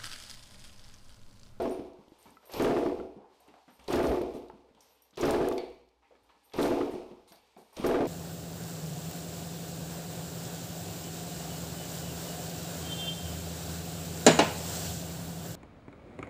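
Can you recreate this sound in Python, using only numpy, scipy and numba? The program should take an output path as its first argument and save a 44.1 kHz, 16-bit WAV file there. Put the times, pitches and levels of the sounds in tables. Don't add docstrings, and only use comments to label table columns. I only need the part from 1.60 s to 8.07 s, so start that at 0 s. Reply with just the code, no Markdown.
import sys
import numpy as np
from scipy import signal
from scipy.fft import rfft, irfft
from scipy.io import wavfile
from scipy.ndimage import uniform_filter1d
from numba import njit

SR = 44100
rng = np.random.default_rng(int(sys.argv[2]) if len(sys.argv) > 2 else 0)


def transcribe(signal):
    frames = np.atleast_2d(signal).T
    limited = np.clip(frames, -1, 1)
    pcm = np.round(limited * 32767).astype(np.int16)
    wavfile.write(sys.argv[1], SR, pcm)


def gain_from_db(level_db):
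    decades = np.asarray(level_db, float) / 20
    return 10 ** decades


N = 285327
T = np.arange(N) / SR

# bite_s (lever catches), bite_db, whirr_db (gears), bottom_s (boom peaks; never reached in the #
# last), boom_db
KICKS = [
    (-.29, -28, -35.5, 0.0, -43),
    (0.9361, -32.5, -37, 1.4, -51.5),
    (2.2797, -27, -37, 2.5, -35),
    (3.5727, -30.5, -35.5, 3.5, -49),
    (4.9362, -31.5, -36, 5.0, -61),
    (6.166, -37.5, -38.5, 7, -63),
]
# bite_db (whirr at the bite), stamp_db, stamp_after_s
BITES = [
    (-9.5, 2.5, .026),
    (-5.5, -2.5, 0.043),
    (-5.5, 5.5, 0.021),
    (-7.5, 6.5, 0.03),
    (-11, 2, .026),
    (-9.5, -3.5, 0.047),
]
# first_puff_s, first_turn_s, slowed_turns (already), drag (per turn squared)
RUNS = [
    (-.2324, .051, .05, .108),
    (.999, .0465, .086, .1063),
    (2.335, .0498, .047, .1062),
    (3.6301, .0481, .478, .0914),
    (4.986, .0387, 1.902, .0991),
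    (6.242, .0287, 5.0, .0247),
]
# pitch_hz, width_hz, level_db
TRINKETS = [(5650, 160, -15), (8950, 110, -5), (9300, 160, -7), (12400, 110, -1), (12680, 130, -1),
            (14250, 300, -17)]


def level(x, db):
    return x * gain_from_db(db) / np.sqrt(np.mean(x ** 2))


@njit
def svf(x, hz, width):
    y, b, l = np.empty(len(x)), 0., 0.
    g, k = np.tan(np.pi * hz / SR), width / hz
    for i in range(len(x)):
        v = (b + g * (x[i] - l)) / (1 + g * (g + k))
        b, l, y[i] = 2 * v - b, l + 2 * g * v, k * v
    return y


def body(x, resonances):
    return sum((-1) ** k * gain_from_db(db) * svf(x + 1e-18, 1. * hz, 1. * width)
               for k, (hz, width, db) in enumerate(resonances))


def modes(table, t):
    return sum(size * np.sin(2 * np.pi * hz * t) * gain_from_db(-60 * t / t60) for hz, t60, size in table)


def colour(x, points):
    hz, db = np.transpose(points)
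    f = np.arange(N // 2 + 1) * SR / N + 1
    return level(irfft(rfft(x) * gain_from_db(np.interp(np.log(f), np.log(hz), db)), N), 0)


def track(tables):
    out = np.zeros(N)
    for rows in tables:
        rows = np.array(rows)
        out += gain_from_db(np.interp(T, rows[:, 0], rows[:, 1], left=-150, right=-150))
    return uniform_filter1d(out, size=200)


def grains(rate, spread_db):
    size = gain_from_db(np.minimum(spread_db * rng.exponential(size=N), 8))
    return rng.standard_normal(N) * np.where(rng.random(N) < rate / SR, size * 2, 1)


def walk(rate):
    k = int(SR / rate)
    steps = np.repeat(rng.standard_normal(N // k + 1), k)
    return 1.3 * uniform_filter1d(uniform_filter1d(steps, k), k)[:N]


def add(out, s, burst):
    i = int(s * SR)
    out[i:i + len(burst)] += burst[:len(out) - i]


def strokes():
    turns = (7, 7, 7, 5, 6, 4)
    puff_db = (-9.5, -10.5, -11, -10, -10.5, -10)
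    loss_db, loss_power = 8, 2.31
    rows = []
    for (s, turn_s, slowed, drag), db, count in zip(RUNS, puff_db, turns):
        turn_lengths = turn_s * (1 + drag * (slowed + np.arange(count - 1)) ** 2)
        gaps = np.r_[0, turn_lengths]
        rows += zip(s + np.cumsum(gaps), db - loss_db * (10 * gaps) ** loss_power)
    return rows


def exhaust():
    # pitch_hz, t60_s, signed_size
    pipe = [(192, 0.5, -0.13), (207, 0.25, 0.17), (243, 0.12, -0.8), (258, 0.5, 0.18), (324, 0.12, 0.59),
            (339, 0.5, 0.64), (354, 0.5, 0.92), (375, 0.5, -0.46), (390, 0.5, -0.19), (414, 0.25, -0.64),
            (431, 0.22, -0.85), (465, 0.12, -0.58), (480, 0.3, 0.33), (496, 0.25, 0.38), (528, 0.5, 0.09),
            (543, 0.5, 0.1), (633, 0.25, -0.15), (684, 0.5, -0.14), (702, 0.18, 0.26), (735, 0.12, -0.21)]
    # pitch_hz, t60_s, signed_size
    chamber = [(151, 0.1, 0.042), (291.2, 0.23, 0.75), (406.5, 0.17, 0.56), (570.3, 0.1, 0.87),
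               (662.5, 0.29, 0.54), (812, 0.31, -0.21), (860.4, 0.25, 0.29), (946, 0.029, -0.55),
               (1058, 0.22, 0.069), (1170, 0.13, -0.088)]
    # pitch_hz, level_db (per Hz)
    puff_tail = [(130, -52), (205, -22), (248, -11.5), (311, -14), (354, -3.5), (400, -5), (494, -2),
                 (592, -17.5), (668, -5.5), (746, -14), (1290, -32), (2500, -33.5), (3250, -72),
                 (5500, -120)]
    push, other, air = np.zeros((3, N + SR))
    for k, (s, db) in enumerate(strokes()):
        length = int(np.clip(.0004 - .00007 * (db + 14), .0003, .003) * SR)
        slug = np.hanning(length + 2)
        slug = gain_from_db(db) * slug / slug.sum()
        start_s = 1 + s - length / SR / 2
        add(push, start_s, slug)
        add(other, start_s, np.sin(2.4 * k + 1) * slug)
        add(air, 1 + s, gain_from_db(db) * np.exp(-T[:SR // 2] / 0.063))
    t = T[:SR]
    ring = (modes(pipe[2:], t) * np.exp(-(t / .11) ** 3) + modes(chamber, t)) / 4
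    pop = 0.22 * np.sin(2 * np.pi * 380 * t) * np.exp(-t / 0.019)
    tails = colour(rng.standard_normal(N), puff_tail)[:2 * SR].reshape(2, SR)
    blur, drift = tails * gain_from_db(-8.5 - 60 * t / 0.46) * (1 - np.exp(-(t / 0.048) ** 2))
    detuned = [(hz * 1.025, 0.74 * t60, size) for hz, t60, size in pipe[2:] + chamber[1:5]]
    shifted = modes(detuned, t) * np.exp(-(t / 0.13) ** 2) / 4
    turbulence = gain_from_db(-43) * air * rng.standard_normal(N + SR)
    same = signal.fftconvolve(push + turbulence, ring + pop + gain_from_db(-1.0) * blur)
    varied = signal.fftconvolve(other, 0.47 * drift + 0.28 * shifted)
    return (same + varied)[SR:N + SR]


def chuffs():
    # pitch_hz, t60_s, signed_size
    crankcase = [(110, 0.061, 0.2), (147.4, .12, 0.66), (200.7, 0.17, -1.06), (226.6, 0.2, 0.54)]
    run_db = (3.5, 4.5, 2.5, -18, 4, -8)
    out, t = np.zeros(N), T[:12000]
    thump = modes(crankcase, t) * np.minimum(t / 0.0058, 1)
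    for s, db in strokes():
        if s > 0:
            run = sum(s >= row[0] for row in RUNS) - 1
            add(out, s, gain_from_db(-36.5 + 0.41 * db + run_db[run]) * thump)
    return out


def slaps():
    # pitch_hz, t60_s, size
    fins = [(1137, 0.04, 1.1), (1273, 0.03, 0.15), (1720, 0.028, 0.33), (2066, 0.03, 0.15)]
    # start_s, peak_db, pitch_factor
    loose_knocks = [(.0553, -29, 0.95), (0.77, -41, 1.16), (1.4, -37, 1.2), (1.1, -35, 1.15),
                    (2.4, -34, 1.1), (5.212, -24.5, 1.13), (.003, -36, 1.2), (0.06, -43, 0.96),
                    (1.297, -32.5, 1.0), (2.37, -29, 1.5), (2.498, -34, 1.1), (2.547, -30, 1.02),
                    (2.9, -34, 0.78), (2.886, -58, 0.61), (3.111, -50, 0.22), (3.699, -30, 1.47),
                    (3.832, -35, 1.1), (3.846, -33, 1.5), (3.861, -36, 0.96), (3.9135, -26, 1.02),
                    (3.815, -27, 1), (1.165, -27, 0.8), (5.118, -27, 0.75), (3.599, -39, 0.98),
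                    (3.932, -45, 1.4), (5.147, -40, 2.2), (5.232, -49, 0.83), (5.075, -41, 1.5),
                    (2.412, -34, 1.3), (1.3935, -32.5, 0.256), (0.52, -39, 0.29), (0.48, -44, .27),
                    (6.13, -62, 1.1), (6.375, -36, 0.45)]
    # pitch_hz, t60_s, size
    arm = [(800, 0.33, 0.55), (920, 0.4, 0.66), (1285, .15, 0.46), (1720, 0.44, 0.28), (2230, 0.28, 0.26),
           (2300, 0.3, 0.21), (2640, 0.2, 0.15), (3340, 0.1, 0.23)]
    # start_s, peak_db, lean_db (toward high tones, per octave)
    arm_blows = [(.657, -63, 2), (2.083, -63.5, -9), (3.98, -58, 1), (4.43, -70, -4), (4.51, -75, 0),
                 (4.553, -70, 1), (4.692, -63, 2), (4.75, -66, -1), (4.921, -64.5, 12), (5.721, -71, 5),
                 (5.965, -64, -4)]
    out, t = np.zeros(N), T[:SR // 2]
    rows = [(s + 0.000963, db - 21, 1 + 0.063 * np.sin(2.1 * k))
            for k, (s, db) in enumerate(strokes()) if s > 0]
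    for s, db, pitch in rows + list(loose_knocks):
        pitched = [(hz * pitch, t60, size) for hz, t60, size in fins]
        add(out, s, gain_from_db(db) * modes(pitched, t[:5000]) / 2)
    chatter = gain_from_db(5 * walk(50))
    for s, db, lean_db in arm_blows:
        leaned = [(hz, t60, size * gain_from_db(lean_db * np.log2(hz / 1000))) for hz, t60, size in arm]
        add(out, s, chatter[int(s * SR):][:len(t)] * gain_from_db(db) * modes(leaned, t))
    return out


def spin():
    coast = (63.4, 65.2, 57, 73.3, 56, 60)
    drive_s, drive_loss_db = 0.22, 10
    curves = []
    for (bite, _, db, _, _), run, (bite_db, _, _), coast_db in zip(KICKS, RUNS, BITES, coast):
        puff, driven_db = run[0], db - drive_loss_db
        curves.append([(bite - .002, db - 16.5), (bite + 0.0034, db + bite_db),
                       (puff - .005, db + bite_db / 2), (puff + .005, db),
                       (puff + drive_s, driven_db), (puff + drive_s + 1, driven_db - coast_db)])
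    return track(curves)


def beat():
    out = np.ones(N)
    for s, _ in strokes():
        if s > 0:
            add(out, s, gain_from_db(-10) * np.exp(-T[:8000] / 0.019))
    return out


def sag():
    rise_db, drop_db, drop_s, fade_db_per_s = -10, 15.5, 0.11, 55
    return track([[(bite, db + 2 * rise_db), (run[0], db + rise_db), (s, db), (s + drop_s, db - drop_db),
                   (s + 1, db - drop_db - fade_db_per_s)]
                  for (bite, _, _, s, db), run in zip(KICKS, RUNS)])


def gears():
    # pitch_hz, level_db (per Hz)
    gear_spectrum = [(590, 4.5), (1000, 4), (1790, -16), (2330, -5), (5310, -13), (7350, -21.5),
                     (7980, -21), (10300, -25), (12500, -32.5), (16000, -33.5)]
    whirr = colour(grains(900, 12.0), gear_spectrum) * gain_from_db(walk(40))
    whirr = whirr / np.std(svf(whirr, 4500., 5500.))
    boom = level(svf(svf(rng.standard_normal(N), 65.0, 15.0), 58.0, 39.0), 0)
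    return gain_from_db(-7.5) * beat() * spin() * whirr + gain_from_db(-2.0) * sag() * boom


def clicks():
    # start_s, peak_db, pitch_hz, top_db
    ratchet = [(0.0947, -41, 7000, -13), (0.3331, -54, 4370, -27), (0.4828, -51, 2960, -11.5),
               (0.9178, -40, 6000, -12), (0.9375, -29, 5100, -29), (5.0135, -29, 6200, -12),
               (5.028, -23, 3800, -20), (5.078, -37, 6100, -12), (6.455, -37, 5000, -20),
               (6.168, -34, 5700, -20), (2.516, -33, 2000, -25), (1.0224, -30, 6300, 1),
               (1.0468, -23, 3210, -27), (1.0994, -44, 3200, -26), (2.2423, -47, 6500, -20),
               (2.3276, -29, 6500, -5), (2.3585, -27.5, 5570, -2), (2.4696, -32.5, 5560, -15),
               (2.6165, -36, 3500, -3), (2.7494, -49, 3000, -9), (2.8833, -50, 4050, -22),
               (3.1487, -51.5, 3410, -31), (3.2066, -43, 6070, -30.5), (3.5079, -53, 5640, -9),
               (3.5578, -43, 5000, -31), (3.6541, -23, 5360, -23), (3.9235, -32.5, 3670, -21),
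               (3.9799, -30, 4500, -42), (4.0994, -60, 3770, -25), (4.2882, -58, 4700, -29),
               (4.8978, -49, 3700, -22), (5.677, -49, 4400, -15), (5.7209, -40.5, 4080, -6),
               (5.7586, -47, 4300, -28), (6.19, -34.5, 3070, -23), (6.2452, -38, 3000, -16),
               (6.2642, -24.5, 5430, -20)]
    # start_s, peak_db
    taps = [(.8245, -62), (.8974, -47), (.9966, -26), (1.8856, -50), (1.939, -56), (2.1969, -45),
            (2.4404, -39.5), (.437, -56), (4.3151, -62), (4.6917, -63.5), (4.9202, -48), (4.9826, -48),
            (5.9773, -54), (6.4068, -38)]
    # start_s, peak_db
    ticks = [(.6145, -63), (.628, -46), (0.705, -49), (.8545, -58), (1.8028, -53), (1.878, -52),
             (3.4205, -59), (4.8349, -59), (6.106, -59), (6.1295, -64)]
    # start_s, peak_db, pitch_hz
    snaps = [
        (3.6107, -33.5, 8900),
        (3.709, -16.5, 6700),
        (3.718, -26.5, 9000),
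        (3.8866, -24, 7000),
        (4.102, -55, 9000),
    ]
    out, loose, t = np.zeros(N), np.zeros(N), T[:2000]
    rows = list(ratchet)
    rows += [(s, db, 2330, -23) for s, db in taps]
    rows += [(s, db, 8800, -14) for s, db in ticks]
    rows += [(s, db, 4140, -33.5) for s, db, *_ in KICKS[1:]]
    for (s, db, hz, top_db), noise in zip(rows, rng.standard_normal((len(rows), 2000))):
        crack = noise * np.exp(-t / .0005)
        ring = svf(noise * gain_from_db(-60 * t / 0.023), 1. * hz, 0.25 * hz)
        edge = svf(svf(crack, 1. * hz, 0.5 * hz), 6900.0, 9000.)
        edge += gain_from_db(top_db - 1) * svf(crack, 12500., 7200.0)
        add(out, s, gain_from_db(db) * (.5 * ring / np.abs(ring).max() + 0.11 * edge))
        add(loose, s, gain_from_db(db + top_db) * crack)
    for (s, db, hz), noise in zip(snaps, rng.standard_normal((len(snaps), 2000))):
        add(out, s, gain_from_db(db) * svf(noise * np.exp(-t / 0.00054), 1. 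* hz, 12000.0))
    return out + gain_from_db(14.0) * body(loose, TRINKETS)


def knocks():
    # start_s, peak_db, pitch_hz, scrape_db
    boot_knocks = [(0.656, -47.5, 920, -10), (0.829, -55.5, 596, 0), (.88, -52, 800, -15),
                   (2.898, -45, 970, -45), (4.75, -62, 950, -12), (0.896, -46, 534, 2.5),
                   (1.883, -49, 286, -4), (1.94, -47.5, 760, -4), (1.979, -52, 795, -28),
                   (2.081, -60, 250, 12.5), (2.193, -54.5, 234, 7), (3.043, -55, 510, -25),
                   (3.087, -51.5, 480, -9.5), (3.172, -55, 780, -18), (3.53, -55, 230, 0),
                   (4.422, -66, 930, 4.5), (4.508, -49.5, 504, -14), (4.621, -68, 80, -45),
                   (4.098, -64, 70, -30), (2.307, -27, 606, -2.5), (5.509, -52, 600, -18),
                   (1.803, -57, 700, -13.5), (0.66, -58, 70, -40), (2.2, -64, 60, -42),
                   (4.551, -56, 354, -4), (4.696, -58.5, 946, 4.5), (5.719, -54, 675, 4.5),
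                   (5.965, -43, 735, -20), (5.983, -46, 436, -24), (6.127, -52, 830, -14),
                   (6.197, -28, 240, -39), (6.221, -48, 318, -27)]
    # start_s, peak_db
    thuds = [
        (0.656, -51),
        (0.719, -57),
        (2.079, -49.5),
        (3.149, -57),
        (4.747, -66),
        (5.551, -61),
        (5.706, -53),
        (5.965, -46.5),
        (6.019, -65),
    ]
    out, t = np.zeros(N), T[:12000]
    rows = [(s, db, hz, 0.29, scrape_db) for s, db, hz, scrape_db in boot_knocks]
    rows += [(s, db, 236, 0.31, -33) for s, db in thuds]
    for (s, db, *_), (_, stamp_db, late_s) in zip(KICKS[1:], BITES[1:]):
        rows += [(s + 0.0045, db, 435, .15, -4), (s + late_s, db + stamp_db, 373, .25, -30)]
    for (s, db, hz, t60, scrape_db), noise in zip(rows, rng.standard_normal((len(rows), 12000))):
        blow = (noise + 1.2 * np.exp(-t / .0004)) * gain_from_db(-60 * t / t60)
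        ring = svf(svf(blow, 1. * hz, 90 + 0.17 * hz), 1. * hz, 100 + 0.73 * hz)
        scrape = svf(svf(blow, 530.0, 1000.0), 750.0, 2800.0)
        hit = ring / np.abs(ring).max() + gain_from_db(scrape_db) * scrape / np.abs(scrape).max()
        add(out, s, gain_from_db(db - 2) * hit)
    return out


def lever():
    # pitch_hz, width_hz, level_db
    rattle = [(2140, 350, 3), (3320, 2200, -7), (4300, 500, 0), (4660, 300, -15)]
    # start_s, peak_db, t60_s
    rattles = [
        (2.329, -33, 0.17),
        (3.978, -39, 0.53),
        (4.6917, -61, 0.55),
        (5.68, -56, 0.49),
        (5.9764, -63, 0.27),
    ]
    # pitch_hz, t60_s, size
    shaft = [(2280, .46, 0.53), (2380, .3, .5), (3350, .3, .5), (3620, 0.3, 0.67), (4420, 0.22, 0.67),
             (4470, .15, .7), (4560, 0.35, 0.61)]
    # start_s, level_db, lean_db (toward high tones, per octave), ring_share (of t60)
    clangs = [
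        (2.329, -43, 12, 0.24),
        (3.98, -55, -4, 1.23),
        (5.721, -72, 6, 0.7),
        (5.78, -76, -8, 1.7),
        (5.965, -75, -10, 0.73),
    ]
    shake, clang, t = np.zeros(N), np.zeros(N), T[:SR // 2]
    for s, db, t60 in rattles:
        add(shake, s, gain_from_db(db - 60 * t / t60))
    for s, db, lean_db, share in clangs:
        leaned = [(hz, share * t60, size * gain_from_db(lean_db * np.log2(hz / 3300))) for hz, t60, size in shaft]
        add(clang, s, gain_from_db(db) * modes(leaned, t))
    steel = svf(body(rng.standard_normal(N), rattle), 3400., 3500.)
    return clang * gain_from_db(5 * walk(60)) + shake * level(steel, -13)


def jingle():
    # start_s, peak_db, t60_s
    jolts = [(.0199, -45, 0.072), (.1077, -44, 0.16), (.4923, -67, .2), (.5856, -60, 1), (.854, -50, 0.23),
             (.9193, -47, 0.25), (1.0246, -51, .2), (1.1762, -56, 0.26), (1.8028, -60, 0.26), (2.1, -61, 1),
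             (2.4289, -45, 0.33), (2.7377, -59.5, 0.42), (3.2095, -56, 0.81), (3.4206, -48.5, 0.14),
             (3.6541, -46, 0.61), (4.6329, -66, 0.28), (4.8429, -55, 0.32), (5.014, -37.5, 0.37),
             (5.31, -65, 0.37), (5.681, -57, 0.21), (5.7224, -55, 0.28), (5.9743, -60.5, 1),
             (6.1295, -51.5, 0.54), (6.2647, -32.5, 0.085)]
    shake = gain_from_db(-25) * spin()
    stamps = [(s + 0.0257, db - 17, 0.16) for s, db, *_ in KICKS[1:]]
    for s, db, t60 in list(jolts) + stamps:
        add(shake, s, gain_from_db(db - 10 - 60 * T[:SR // 2] / t60))
    parts = sum(body(grains(200, 4.0) * gain_from_db(4.5 * walk(25)), [trinket]) for trinket in TRINKETS)
    return shake * level(parts, 0)


def hisses():
    starts = (1.015, 2.735, 3.205, 5.012, 5.305, 5.675, 5.97, 6.26)
    levels = (-50, -65, -76, -47, -63, -64, -68, -54)
    hz, width_hz = 8240., 7100.
    flow, t = np.zeros(N), T[:8000] / 0.018
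    for s, db in zip(starts, levels):
        add(flow, s, gain_from_db(db) * 2 * t * np.exp(-t))
    return flow * level(svf(svf(rng.standard_normal(N), hz, width_hz), hz, 2 * width_hz), 0)


def drags():
    # start_s, length_s, level_db, pitch_hz
    scrapes = [(0.31, 0.22, -64, 900), (1.57, 0.22, -60, 800), (1.86, 0.18, -64, 820),
               (1.878, 0.082, -70, 2600), (2.205, 0.11, -66, 3200), (2.895, 0.22, -70, 910),
               (3.145, 0.18, -74.5, 3150), (3.203, 0.15, -70, 5500), (3.37, 0.074, -77, 2800),
               (3.535, 0.047, -65, 3400), (3.61, 0.014, -40.5, 6000), (0.868, 0.047, -60, 500),
               (5.29, 0.13, -62, 1850), (4.432, 0.15, -73.5, 2180), (4.692, .1, -76, 2960),
               (5.45, 0.18, -60, 860), (5.683, 0.13, -65.5, 4100), (5.674, 0.091, -65, 890),
               (5.776, 0.15, -74, 2900), (5.973, 0.082, -73, 4140)]
    # start_s, peak_db, pitch_hz, t60_s
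    wobbles = [(0.14, -65.5, 51, 1.9), (1.2, -58, 64.9, 1.8), (2.18, -57, 60, 0.66), (2.8, -64, 54, 1.4),
               (3.66, -37.5, 68, 0.85), (4.0, -60.5, 58, 1.8), (4.6, -70, 55, 1.1), (2.2, -64.5, 53, 1.3),
               (0.012, -39, 46, 0.31), (5.3, -61, 59.6, 0.77)]
    out, grit, t = np.zeros(N), grains(400, 4.0) * gain_from_db(2 * walk(45)), T[:SR]
    for s, length, db, hz in scrapes:
        u = T[:int(length * SR)] / length
        width = 0.31 * hz
        scrape = svf(svf(grit[int(s * SR):][:len(u)], 1. * hz, width), 1. * hz, 2 * width)
        edges = np.clip(np.minimum(30 * u, 4 * (1 - u)), 0, 1)
        add(out, s, level(scrape, db) * gain_from_db(-9 * u) * edges)
    for s, db, hz, t60 in wobbles:
        add(out, s, gain_from_db(db) * modes([(hz, t60, 1)], t) * np.minimum(t / 0.054, 1) * (1 - t))
    return out


def shuffle():
    # time_s, level_db
    rests = [
        [(.33, -73.5), (.688, -60), (.802, -67.5), (.885, -60), (.95, -43)],
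        [(1.6, -85), (1.75, -65.5), (2.05, -67.5), (2.29, -61)],
        [(2.95, -76), (3.144, -73), (3.22, -65.5), (3.58, -71.5)],
        [(4.25, -80.5), (4.536, -73.5), (4.95, -67.5)],
        [(5.55, -74.5), (5.91, -66.5), (5.978, -69.5), (6.12, -64.5), (6.18, -52)],
    ]
    # pitch_hz, level_db (per Hz)
    boot_spectrum = [(59, -28), (100, 1), (160, -12), (199, -4), (315, -8), (432, 8), (668, 1.5), (926, 6),
                     (1800, -17.5), (2340, -51), (3960, -120)]
    # pitch_hz, level_db (per Hz)
    grit_spectrum = [(880, -22), (1500, -8.5), (2300, -4.5), (4610, -6), (6530, -12), (9240, -15.5),
                     (10400, -22), (12000, -16), (15600, -43), (22000, -120)]
    boots = colour(grains(130, 3.35), boot_spectrum) * gain_from_db(2.0 * walk(22))
    grit = colour(grains(330, 3.3), grit_spectrum) * gain_from_db(walk(33))
    return track(rests) * (boots + gain_from_db(-2) * grit) * gain_from_db(-4)


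def garage_air():
    # pitch_hz, level_db (per Hz)
    air_spectrum = [(15, -54.5), (25, -18.5), (68, -10), (149, -22), (291, 10), (463, -27), (648, -25),
                    (797, 8), (1480, -9), (4500, -13), (6460, -35), (12000, -44), (15600, -66.5),
                    (22000, -120)]
    # pitch_hz, level_db
    hum_tones = [(64.6, -84.5)]
    hum = sum(gain_from_db(db + 3 + 2.0 * walk(3)) * np.sin(2 * np.pi * hz * T) for hz, db in hum_tones)
    air = colour(rng.standard_normal(N), air_spectrum) * gain_from_db(2.0 * walk(5.2))
    return level(air, -77.5) + hum


@njit
def walls(x, lags, gain, damp):
    line, soft, out = np.zeros((8, 4096)), np.zeros(8), np.zeros(len(x))
    for i in range(len(x)):
        total = 0.
        for k in range(8):
            soft[k] += (1 - damp) * (gain[k] * line[k, (i - lags[k]) & 4095] - soft[k])
            total += soft[k]
            out[i] += soft[k] * (1 - 2 * (k % 2))
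        for k in range(8):
            line[k, i & 4095] = x[i] + soft[k] - total / 4
    return out


def scene():
    engine = exhaust() + chuffs() + slaps() + gears()
    metal = clicks() + knocks() + lever() + jingle()
    near = engine + metal + hisses() + drags() + shuffle()
    t60_s, damp, echo_db = 0.6, 0.03, -21.5
    lags = rng.integers(500, 2600, size=8)
    echo = walls(near + 1e-18, lags, gain_from_db(-60 * lags / SR / t60_s), damp)
    return (near + gain_from_db(echo_db) * echo + garage_air())[None]


def low_pass(x):
    return signal.sosfilt(signal.butter(12, 15850, fs=SR, output="sos"), x)


def record(dry):
    input_limit, full_scale = 0.069, 0.074
    clipped = np.clip(dry, -input_limit, input_limit)
    top_cut = signal.ellip(8, .2, 40, 15900, fs=SR, output="sos")
    mix = np.clip(signal.sosfilt(top_cut, clipped), -full_scale, full_scale)
    return low_pass(mix)


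dry = scene()
out = record(dry)
transcribe(out)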